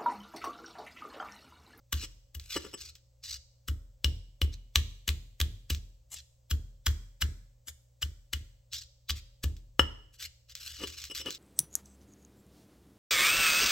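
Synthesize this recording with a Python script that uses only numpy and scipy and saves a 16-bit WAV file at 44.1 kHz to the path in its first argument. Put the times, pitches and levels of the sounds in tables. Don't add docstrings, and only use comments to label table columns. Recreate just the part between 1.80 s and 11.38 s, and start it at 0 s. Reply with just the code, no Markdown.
import sys
import numpy as np
from scipy import signal
from scipy.fft import rfft, irfft
from scipy.io import wavfile
from scipy.ndimage import uniform_filter1d, map_coordinates

SR = 44100
rng = np.random.default_rng(int(sys.argv[2]) if len(sys.argv) > 2 else 0)


def log_audio(samples):
    frames = np.atleast_2d(samples).T
    limited = np.clip(frames, -1, 1)
    pcm = np.round(limited * 32767).astype(np.int16)
    wavfile.write(sys.argv[1], SR, pcm)


N = 422478
T = np.arange(N) / SR
EVENT_T = np.arange(-SR // 10, SR // 2) / SR

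# (time stone meets stone [s], crush time before it [s], bounce [dB], knock [dB],
# clack [dB], clack pitch [Hz], crunch [dB], pestle ring [dB])
BLOWS = [(0.1293, 0.0043, -22, -43.5, -36.5, 1420, -35.5, -36.5),
         (0.551, 0.0042, -31.5, -61, -55, 3320, -52, -49.5),
         (1.8856, 0.0056, -20.5, -45, -42, 1455, -45, -41),
         (2.2451, 0.0016, -15.5, -39, -26, 3540, -40, -29),
         (2.617, 0.0017, -15.5, -37.5, -31.5, 2910, -43.5, -31),
         (2.958, 0.0022, -16, -40.5, -20, 3340, -31.5, -34.5),
         (3.2803, 0.0029, -19, -42, -95, 1540, -36, -32.5),
         (3.603, .0018, -18, -43.5, -36, 1920, -37, -43.5),
         (3.9047, 0.0043, -20, -37.5, -65, 3635, -37.5, -37),
         (4.7138, 0.0082, -17.5, -44.5, -41, 1595, -39, -38),
         (5.0681, 0.0049, -16, -42, -31.5, 1540, -31.5, -35),
         (5.4223, 0.0087, -19, -41.5, -32.5, 1640, -34.5, -27.5),
         (6.2282, 0.0075, -25, -52.5, -42, 1605, -38.5, -28.5),
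         (6.5347, 0.004, -25.5, -47, -35.5, 2230, -38.5, -33),
         (7.2965, .005, -25, -52.5, -35.5, 2250, -43.5, -33),
         (7.642, 0.0078, -18.5, -33, -44, 2915, -40, -50.5),
         (7.9947, 0.00047, -20, -18.5, -26.5, 1425, -41, -16.5)]
# (time [s], level [dB])
REBOUNDS = [(0.141, -41.5), (3.2904, -28.5), (3.614, -28.5), (7.306, -33)]
# (start [s], length [s], level [dB], swell from start to end [dB],
# moisture [0 dry salt, 0.5 ground spice, 1 garlic])
STROKES = [(0.139, 0.11, -45, 7.5, 0.51), (0.613, 0.12, -61, 5, 0.37), (0.703, 0.071, -37, 6, 0.5),
           (0.784, 0.14, -54.5, -4, 0.5), (0.979, 0.12, -47.5, 0.5, 0.66), (1.438, 0.13, -43.5, 2.5, 0.75),
           (2.728, 0.018, -50, 2.5, 0.65), (3.907, 0.034, -43, -12, 0.483),
           (4.304, 0.039, -45, 23.5, 0.029), (4.351, 0.052, -47, -3, 0.66), (5.879, 0.014, -37.5, 0, 0.048),
           (6.928, 0.11, -45, -12, 0.87), (7.299, 0.014, -30, -4, 1), (7.362, 0.031, -46.5, -4, 0.49),
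           (8.335, 0.027, -57, -1, 0.37), (8.396, 0.067, -40.5, 3.5, 0.48), (8.694, 0.041, -53, -14, 0.51),
           (8.775, .143, -47.5, 14, 0.47), (8.931, 0.23, -47, 0.5, 0.51), (9.171, 0.12, -47, -10, 0.5),
           (9.351, 0.065, -39, -8, 0.49), (9.462, 0.094, -49, 16, 0.81)]
# (time [s], half length [s], mortar [dB], pestle [dB], overtone lift [dB/octave])
RUBS = [(0.235, 0.0089, -50, -44.5, 16), (0.764, 0.0059, -30.5, -33.5, 16.5),
        (0.851, 0.011, -46, -51.5, 16), (0.939, 0.0062, -44, -41.5, 19.5), (9.012, 0.016, -45, -47.5, -10),
        (9.038, 0.0046, -37, -34.5, 5.5), (9.308, 0.0086, -49.5, -40.5, 12.5),
        (9.407, 0.011, -54, -43.5, 10), (9.468, 0.014, -40.5, -37.5, 1)]
# (time [s], level [dB])
SNAPS = [(0.598, -48), (1.1537, -54.5), (1.44, -53), (3.948, -43), (6.9331, -39), (7.767, -59.5),
         (8.753, -41.5), (9.073, -45), (9.2403, -42), (9.253, -47), (9.35, -43.5), (9.46, -47.5),
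         (9.5064, -39), (9.549, -49.5)]
# (time [s], distance right of the middle [cm])
PESTLE_PATH = [(0.7, -2), (2.2, 4.5), (4.2, 2.5), (4.7, 12), (6.3, 8.5), (6.6, 1)]

# (pitch [Hz], level [dB], fade time [s])
MORTAR_TONES = [(222, 6.5, 0.011), (303, -6, 0.071), (389, 6.5, 0.015), (519, -2.5, 0.06),
                (743, -4.5, 0.02), (920, -5, 0.023), (1216, -4.5, 0.015), (1350, -4, 0.015),
                (1736, 1, 0.039), (1986, -1, 0.013), (3330, 4.5, 0.019), (3840, -3.5, 0.015)]
PESTLE_TONES = [(2928.5, -2, 0.055), (2958, -1, 0.012), (2915, -41, 1), (5260, -16, 0.066),
                (5600, -22.5, 0.026), (7800, -28, 0.04)]
# (pitch [Hz], level [dB], fade time [s], build-up [s])
BOUNCE_TONES = [(72.45, 5.5, 0.22, 0.014), (42.67, -10, 0.68, 0.075), (92.4, -19, 0.13, 0.0068)]
# (pitch [Hz], level [dB])
HUM_TONES = [(59.6, -68.5), (119.4, -68.5)]

# (frequency [Hz], level [dB])
CLACK_COLOUR = [(500, -13), (1200, 5), (8000, 1.5), (9700, -3), (12500, 4.5)]
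CRUNCH_COLOUR = [(300, -13.5), (900, -23.5), (2000, -6), (3450, -1), (8100, -2.5), (9500, -18.5),
                 (12000, -19.5), (16000, -39)]
FIZZ_COLOUR = [(3000, -58), (8000, -4.5), (10000, -14), (12500, 11), (15500, 5.5)]
SHUDDER_COLOUR = [(35, -32), (95, 14), (150, -3), (450, -18.5), (2000, -53.5)]
SALT_COLOUR = [(300, -6.5), (4500, -4.5), (7600, 12.5), (9500, -5), (12500, 3.5), (15800, -12.5)]
GRIT_COLOUR = [(200, -20.5), (800, -29), (1400, -7), (2200, -2.5), (3400, 3), (5400, 3), (8000, -3),
               (9400, -26.5), (12500, -9.5), (15800, -19.5)]
RUB_COLOUR = [(200, 5.5), (400, 12), (750, -2.5), (1200, 10.5), (2500, 0), (6000, -23)]
ECHO_COLOUR = [(50, -12), (200, 2), (1700, -2.5), (3200, -0.5), (8000, -1.5), (13000, -7.5)]
HISS_COLOUR = [(35, 19.5), (70, 24.5), (140, 14.5), (200, 4.5), (430, -7), (535, 15.5), (660, -0.5),
               (1500, -12.5), (8000, -3.5), (9500, -22), (15500, -8.5)]

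# (frequency [Hz], fade time [s])
ROOM_FADE = [(3500, 0.53), (13000, 0.67)]
# (frequency [Hz], phase lead [radians])
LEFT_LEAD = [(3000, 0.13), (4300, 1), (6200, 1), (15000, 0.69)]


def blows(knock_gain_db=-1, clack_gain_db=-1, crunch_gain_db=2, wall_db=-6, push_share=0.2):
    out = np.zeros(N)
    knock = colour(tones(MORTAR_TONES), [(700, -7), (1300, 8), (2300, -6.5)])
    for time, crush_s, _, knock_db, clack_db, clack_hz, crunch_db, _ in BLOWS:
        cracks = crush(crush_s, stop_s=0.0012)
        push = np.exp(-np.abs(EVENT_T) / (push_share * crush_s))
        fizz_db = -8.5 + 0.72 * crunch_db - 0.6 * time
        add(out, time, burst(ring(push, knock), knock_db + knock_gain_db))
        add(out, time, burst(clack(clack_hz), clack_db + clack_gain_db))
        add(out, time, burst(colour(cracks, CRUNCH_COLOUR), crunch_db + crunch_gain_db))
        add(out, time, burst(ring(cracks, struck_wall()), crunch_db + wall_db))
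        add(out, time, burst(colour(cracks, FIZZ_COLOUR), fizz_db))
    return out


def crush(build_s, stop_s, crumbs_db=-13, crumbs_s=0.017):
    build = np.exp(-(np.minimum(EVENT_T, 0) / build_s) ** 2)
    after = np.maximum(EVENT_T, 0)
    cracks = grains(len(EVENT_T), per_s=12000, spread_db=4) * np.exp(-after / stop_s)
    crumbs = grains(len(EVENT_T), per_s=1500, spread_db=4) * np.exp(-after / crumbs_s)
    return soften_pitch(build * (cracks + undb(crumbs_db) * crumbs))


def clack(hz, skid_db=-7, skid_s=0.001):
    t = np.maximum(EVENT_T, 0)
    skid = rng.standard_normal(len(t)) * (EVENT_T > 0) * np.exp(-t / skid_s)
    force = (EVENT_T == 0) + undb(skid_db) * skid / np.linalg.norm(skid)
    return colour(resonance(force, np.full(len(t), hz), sharpness=3), CLACK_COLOUR)


def struck_wall(spot_db=4):
    return tones([(hz, db + spot_db * rng.standard_normal(), t60)
                  for hz, db, t60 in MORTAR_TONES if hz > 1000])


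def pestle_rings(gain_db=-1, travel_s=0.00073, padding_per_s=1200, bedded_s=0.003):
    close, into_room = np.zeros(N), np.zeros(N)
    onset = np.tanh(EVENT_T[EVENT_T >= 0] / travel_s)
    tap = 1. * (EVENT_T == 0)
    for time, crush_s, *_, ring_db in BLOWS:
        pestle = onset * held_pestle(padding=padding_per_s * crush_s)
        tone = burst(ring(tap, pestle), ring_db + gain_db)
        add(close, time, tone)
        add(into_room, time, tone / (1 + (crush_s / bedded_s) ** 2))
    return close, into_room


def held_pestle(overtone_db=0, padding=0, grip_spread=0.0026):
    detune = 1 + grip_spread * rng.standard_normal()
    stretch = rng.uniform(.85, 1.15)
    main_hz = PESTLE_TONES[0][0]
    return tones([(hz * detune, db + overtone_db * np.log2(hz / main_hz), stretch / (1 / t60 + padding))
                  for hz, db, t60 in PESTLE_TONES])


def rebounds(hz=3500):
    out = np.zeros(N)
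    for time, db in REBOUNDS:
        add(out, time, burst(clack(hz), db))
    return out


def bounces(gain_db=-2, shudder_db=-17, shudder_t60=0.52, settle_db=-29, settle_s=0.026,
            lean_db=-11, lean_limit_db=-41):
    out, t = np.zeros(N), np.maximum(EVENT_T, 0)
    rock = sum(undb(db) * (1 - np.exp(-(t / rise) ** 2)) * fade(t, t60) * np.sin(2 * np.pi * hz * t)
               for hz, db, t60, rise in BOUNCE_TONES)
    small_knock = ring(np.exp(-(EVENT_T / .001) ** 2), tones(MORTAR_TONES[:3]))
    for time, _, db, *_ in BLOWS:
        shake = rng.standard_normal(len(t)) * (EVENT_T > 0) * fade(t, shudder_t60)
        shudder = colour(shake, SHUDDER_COLOUR)
        add(out, time, burst(rock, db + gain_db) + burst(shudder, db + shudder_db))
        delays = np.cumsum(settle_s * (.5 + rng.random(size=3)))
        for count, delay in enumerate(delays, start=1):
            add(out, min(time + delay, T[-1]), burst(small_knock, db + settle_db) / count)
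    push = rng.standard_normal(N) * np.minimum(pressure(), undb(lean_limit_db))
    lean = ring(push, rock / np.linalg.norm(rock))
    return out + undb(lean_db) * np.roll(lean, -np.sum(EVENT_T < 0))


def grinding(gain_db=-4, ring_db=-13, coarse_db=-9, rasp_hz=3600, gap_s=0.00076):
    catch = undb(3.6 * np.tanh(wander(170)) + 2.2 * np.tanh(wander(45)))
    fine = grains(N, per_s=2200, spread_db=1.5)
    coarse = grains(N, per_s=90, spread_db=3)
    cracks = (fine + undb(coarse_db) * coarse) * catch
    echo_s = gap_s * 2 ** (.35 * wander(12))
    cracks = cracks + .5 * map_coordinates(cracks, [(T - echo_s) * SR], order=1, mode="mirror")
    grit = colour(cracks, GRIT_COLOUR)
    sliding_hz = rasp_hz * 2 ** (.2 * np.tanh(wander(20)))
    rasp = resonance(np.gradient(grit), sliding_hz, sharpness=2.8)
    salt, spice, garlic = (x / band_level(x, 3300, 8500)
                           for x in (colour(cracks, SALT_COLOUR), grit, rasp))
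    pestle = ring(cracks, tones(PESTLE_TONES))
    spice = spice + undb(ring_db) * pestle / np.std(pestle)
    return undb(gain_db) * (salt * pressure(0) + spice * pressure(.5) + garlic * pressure(1))


def pressure(moisture=None, bite_s=0.0051, lift_s=0.0066, arch_db=4):
    power = np.zeros(N)
    for start, length, db, swell_db, moist in STROKES:
        share = 1 if moisture is None else max(1 - 2 * abs(np.clip(moist, 0, 1) - moisture), 0)
        along = np.clip(EVENT_T / length, 0, 1)
        edges = np.exp(np.minimum(EVENT_T, 0) / bite_s - np.maximum(EVENT_T - length, 0) / lift_s)
        level_db = db + swell_db * (along - .5) + arch_db * (np.sin(np.pi * along) - 2 / np.pi)
        add(power, start, share * (edges * undb(level_db)) ** 2)
    return np.sqrt(power)


def rubs(bite=0.68):
    out, mortar = np.zeros(N), colour(tones(MORTAR_TONES), RUB_COLOUR)
    for time, half_s, mortar_db, pestle_db, overtone_db in RUBS:
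        width = half_s * np.where(EVENT_T < 0, bite, 2 - bite)
        swell = np.exp(-(EVENT_T / width) ** 2 / 2)
        rattle = soften_pitch(grains(len(EVENT_T), per_s=1200, spread_db=4) * swell)
        mortar_ring = burst(ring(rattle, mortar), mortar_db)
        pestle_ring = burst(ring(rattle, held_pestle(overtone_db)), pestle_db)
        length_gain = np.sqrt(2 * half_s * 100)
        add(out, time, length_gain * (mortar_ring + pestle_ring))
    return out


def snaps(grit_db=1, fizz_db=-7, length_s=0.00077):
    out = np.zeros(N)
    for time, db in SNAPS:
        cracks = crush(length_s, length_s)
        add(out, time, burst(colour(cracks, GRIT_COLOUR), db + grit_db))
        add(out, time, burst(colour(cracks, FIZZ_COLOUR), db + fizz_db))
    return out


def left_and_right(x, lag_s_per_cm=6e-6):
    hz = np.arange(N // 2 + 1) / N * SR
    tilt_db = read_curve([(6000, 0.27), (14000, 12)], hz)
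    shift = undb(tilt_db / 2) * np.exp(.5j * read_curve(LEFT_LEAD, hz))
    left, right = irfft(rfft(x) * shift, N), irfft(rfft(x) / shift, N)
    lag_s = lag_s_per_cm * np.interp(T, *np.transpose(PESTLE_PATH))
    return np.array([map_coordinates(side, [(T + sign * lag_s / 2) * SR], order=3, mode="mirror")
                     for side, sign in ((left, -1), (right, 1))])


def bowl_echo(x, gain_db=-6, t60=0.0099, above_hz=4000):
    t = EVENT_T[EVENT_T >= 0]
    treble = signal.sosfilt(signal.butter(1, above_hz, "high", fs=SR, output="sos"), x)
    scatter = rng.standard_normal((2, len(t))) * fade(t, t60) * np.minimum(t / t60, 1)
    return undb(gain_db) * np.array([ring(treble, side / np.linalg.norm(side)) for side in scatter])


def kitchen_echo(x, tail_db=-12.5, early_db=-13, build_s=0.0077):
    t, sides = np.arange(int(SR * .7)) / SR, []
    hz = np.arange(len(t) // 2 + 1) * SR / len(t)
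    edges = np.append(0, np.geomspace(150, SR / 2, num=10))
    for _ in range(2):
        noise = rfft(rng.standard_normal(len(t)))
        tail = np.zeros(len(t))
        for lo, hi in zip(edges, edges[1:]):
            band = irfft(noise * (hz >= lo) * (hz < hi), len(t))
            tail += band * fade(t, read_curve(ROOM_FADE, (lo + hi) / 2))
        tail *= np.clip(t / build_s, 0, 1)
        early = rng.standard_normal(len(t)) * fade(t, t60=0.13) * (t > .002)
        early = colour(early / np.linalg.norm(early), [(600, 1), (1400, 8), (2800, 2)])
        echo = undb(tail_db) * tail / np.linalg.norm(tail) + undb(early_db) * early
        sides.append(ring(x, colour(echo, ECHO_COLOUR)))
    return np.array(sides)


def hiss_and_hum(hiss_db=-81.5, side_db=-7):
    mid, side = (colour(rng.standard_normal(N), HISS_COLOUR) for _ in range(2))
    hiss_gain = undb(hiss_db) / band_level(mid, 800, 16000)
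    side = colour(side, [(100, -2.5), (1000, 7), (8000, -6.5)]) * undb(side_db)
    hum, times = np.zeros(N), np.linspace(0, T[-1], num=60)
    for hz, db in HUM_TONES:
        waver_db = np.interp(T, times, rng.standard_normal(len(times)))
        hum += np.sqrt(2) * undb(db + waver_db) * np.sin(2 * np.pi * hz * T)
    return hiss_gain * np.array([mid + side, mid - side]) + hum


def grains(count, per_s, spread_db):
    hit = rng.random(count) < per_s / SR
    x = hit * rng.choice([-1, 1], count) * undb(spread_db * np.minimum(rng.standard_normal(count), 2.5))
    return x / np.std(x)


def soften_pitch(x, evenness=0.4):
    spectrum = rfft(x)
    power = uniform_filter1d(np.abs(spectrum) ** 2, size=50) + 1e-12
    return irfft(spectrum / power ** (evenness / 2), len(x))


def tones(table):
    t = EVENT_T[EVENT_T >= 0]
    return sum(undb(db) * fade(t, t60) * np.cos(2 * np.pi * hz * t) for hz, db, t60 in table)


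def ring(x, response):
    return signal.fftconvolve(x, response)[:len(x)]


def resonance(x, hz, sharpness):
    turn = np.exp(2j * np.pi * np.cumsum(hz) / SR)
    feedback = np.exp(-np.pi * hz.mean() / sharpness / SR)
    return (signal.lfilter([1], [1, -feedback], x / turn) * turn).real


def colour(x, points, size=4096):
    hz = np.arange(size // 2 + 1) * SR / size
    cepstrum = irfft(np.log(undb(read_curve(points, hz))))
    cepstrum[1:size // 2] *= 2
    cepstrum[size // 2 + 1:] = 0
    return ring(x, irfft(np.exp(rfft(cepstrum))))


def read_curve(points, hz):
    point_hz, value = np.transpose(points)
    return np.interp(np.log(hz + 1), np.log(point_hz), value)


def wander(per_s):
    size = int(SR / per_s)
    x = uniform_filter1d(rng.standard_normal(N), size, mode="wrap")
    x = uniform_filter1d(x, size, mode="wrap")
    return x / np.std(x)


def fade(t, t60):
    return np.exp(-np.log(1000) * t / t60)


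def undb(db):
    return 10 ** (np.asarray(db) / 20)


def band_level(x, lo_hz, hi_hz):
    hz = np.arange(len(x) // 2 + 1) * SR / len(x)
    return np.sqrt(2 * np.sum(np.abs(rfft(x)[(hz > lo_hz) & (hz < hi_hz)]) ** 2)) / len(x)


def burst(x, db):
    return x * undb(db) / np.sqrt(np.sum(x ** 2) / (SR / 100))


def add(track, time, sound):
    start = int(round((time + EVENT_T[0]) * SR))
    lo, hi = max(start, 0), min(start + len(sound), N)
    track[lo:hi] += sound[lo - start:hi - start]


def scene(bounce_echo_db=-7):
    pounding = blows() + rebounds() + snaps() + rubs() + grinding()
    bounce = bounces()
    ring_close, ring_into_room = pestle_rings()
    close = pounding + ring_close
    room = kitchen_echo(pounding + ring_into_room + undb(bounce_echo_db) * bounce)
    return left_and_right(close + bounce) + bowl_echo(close) + room + hiss_and_hum()


def record(dry):
    return signal.sosfilt(signal.ellip(8, .2, 70, 16100, fs=SR, output="sos"), dry)


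dry = scene()
out = record(dry)
log_audio(out)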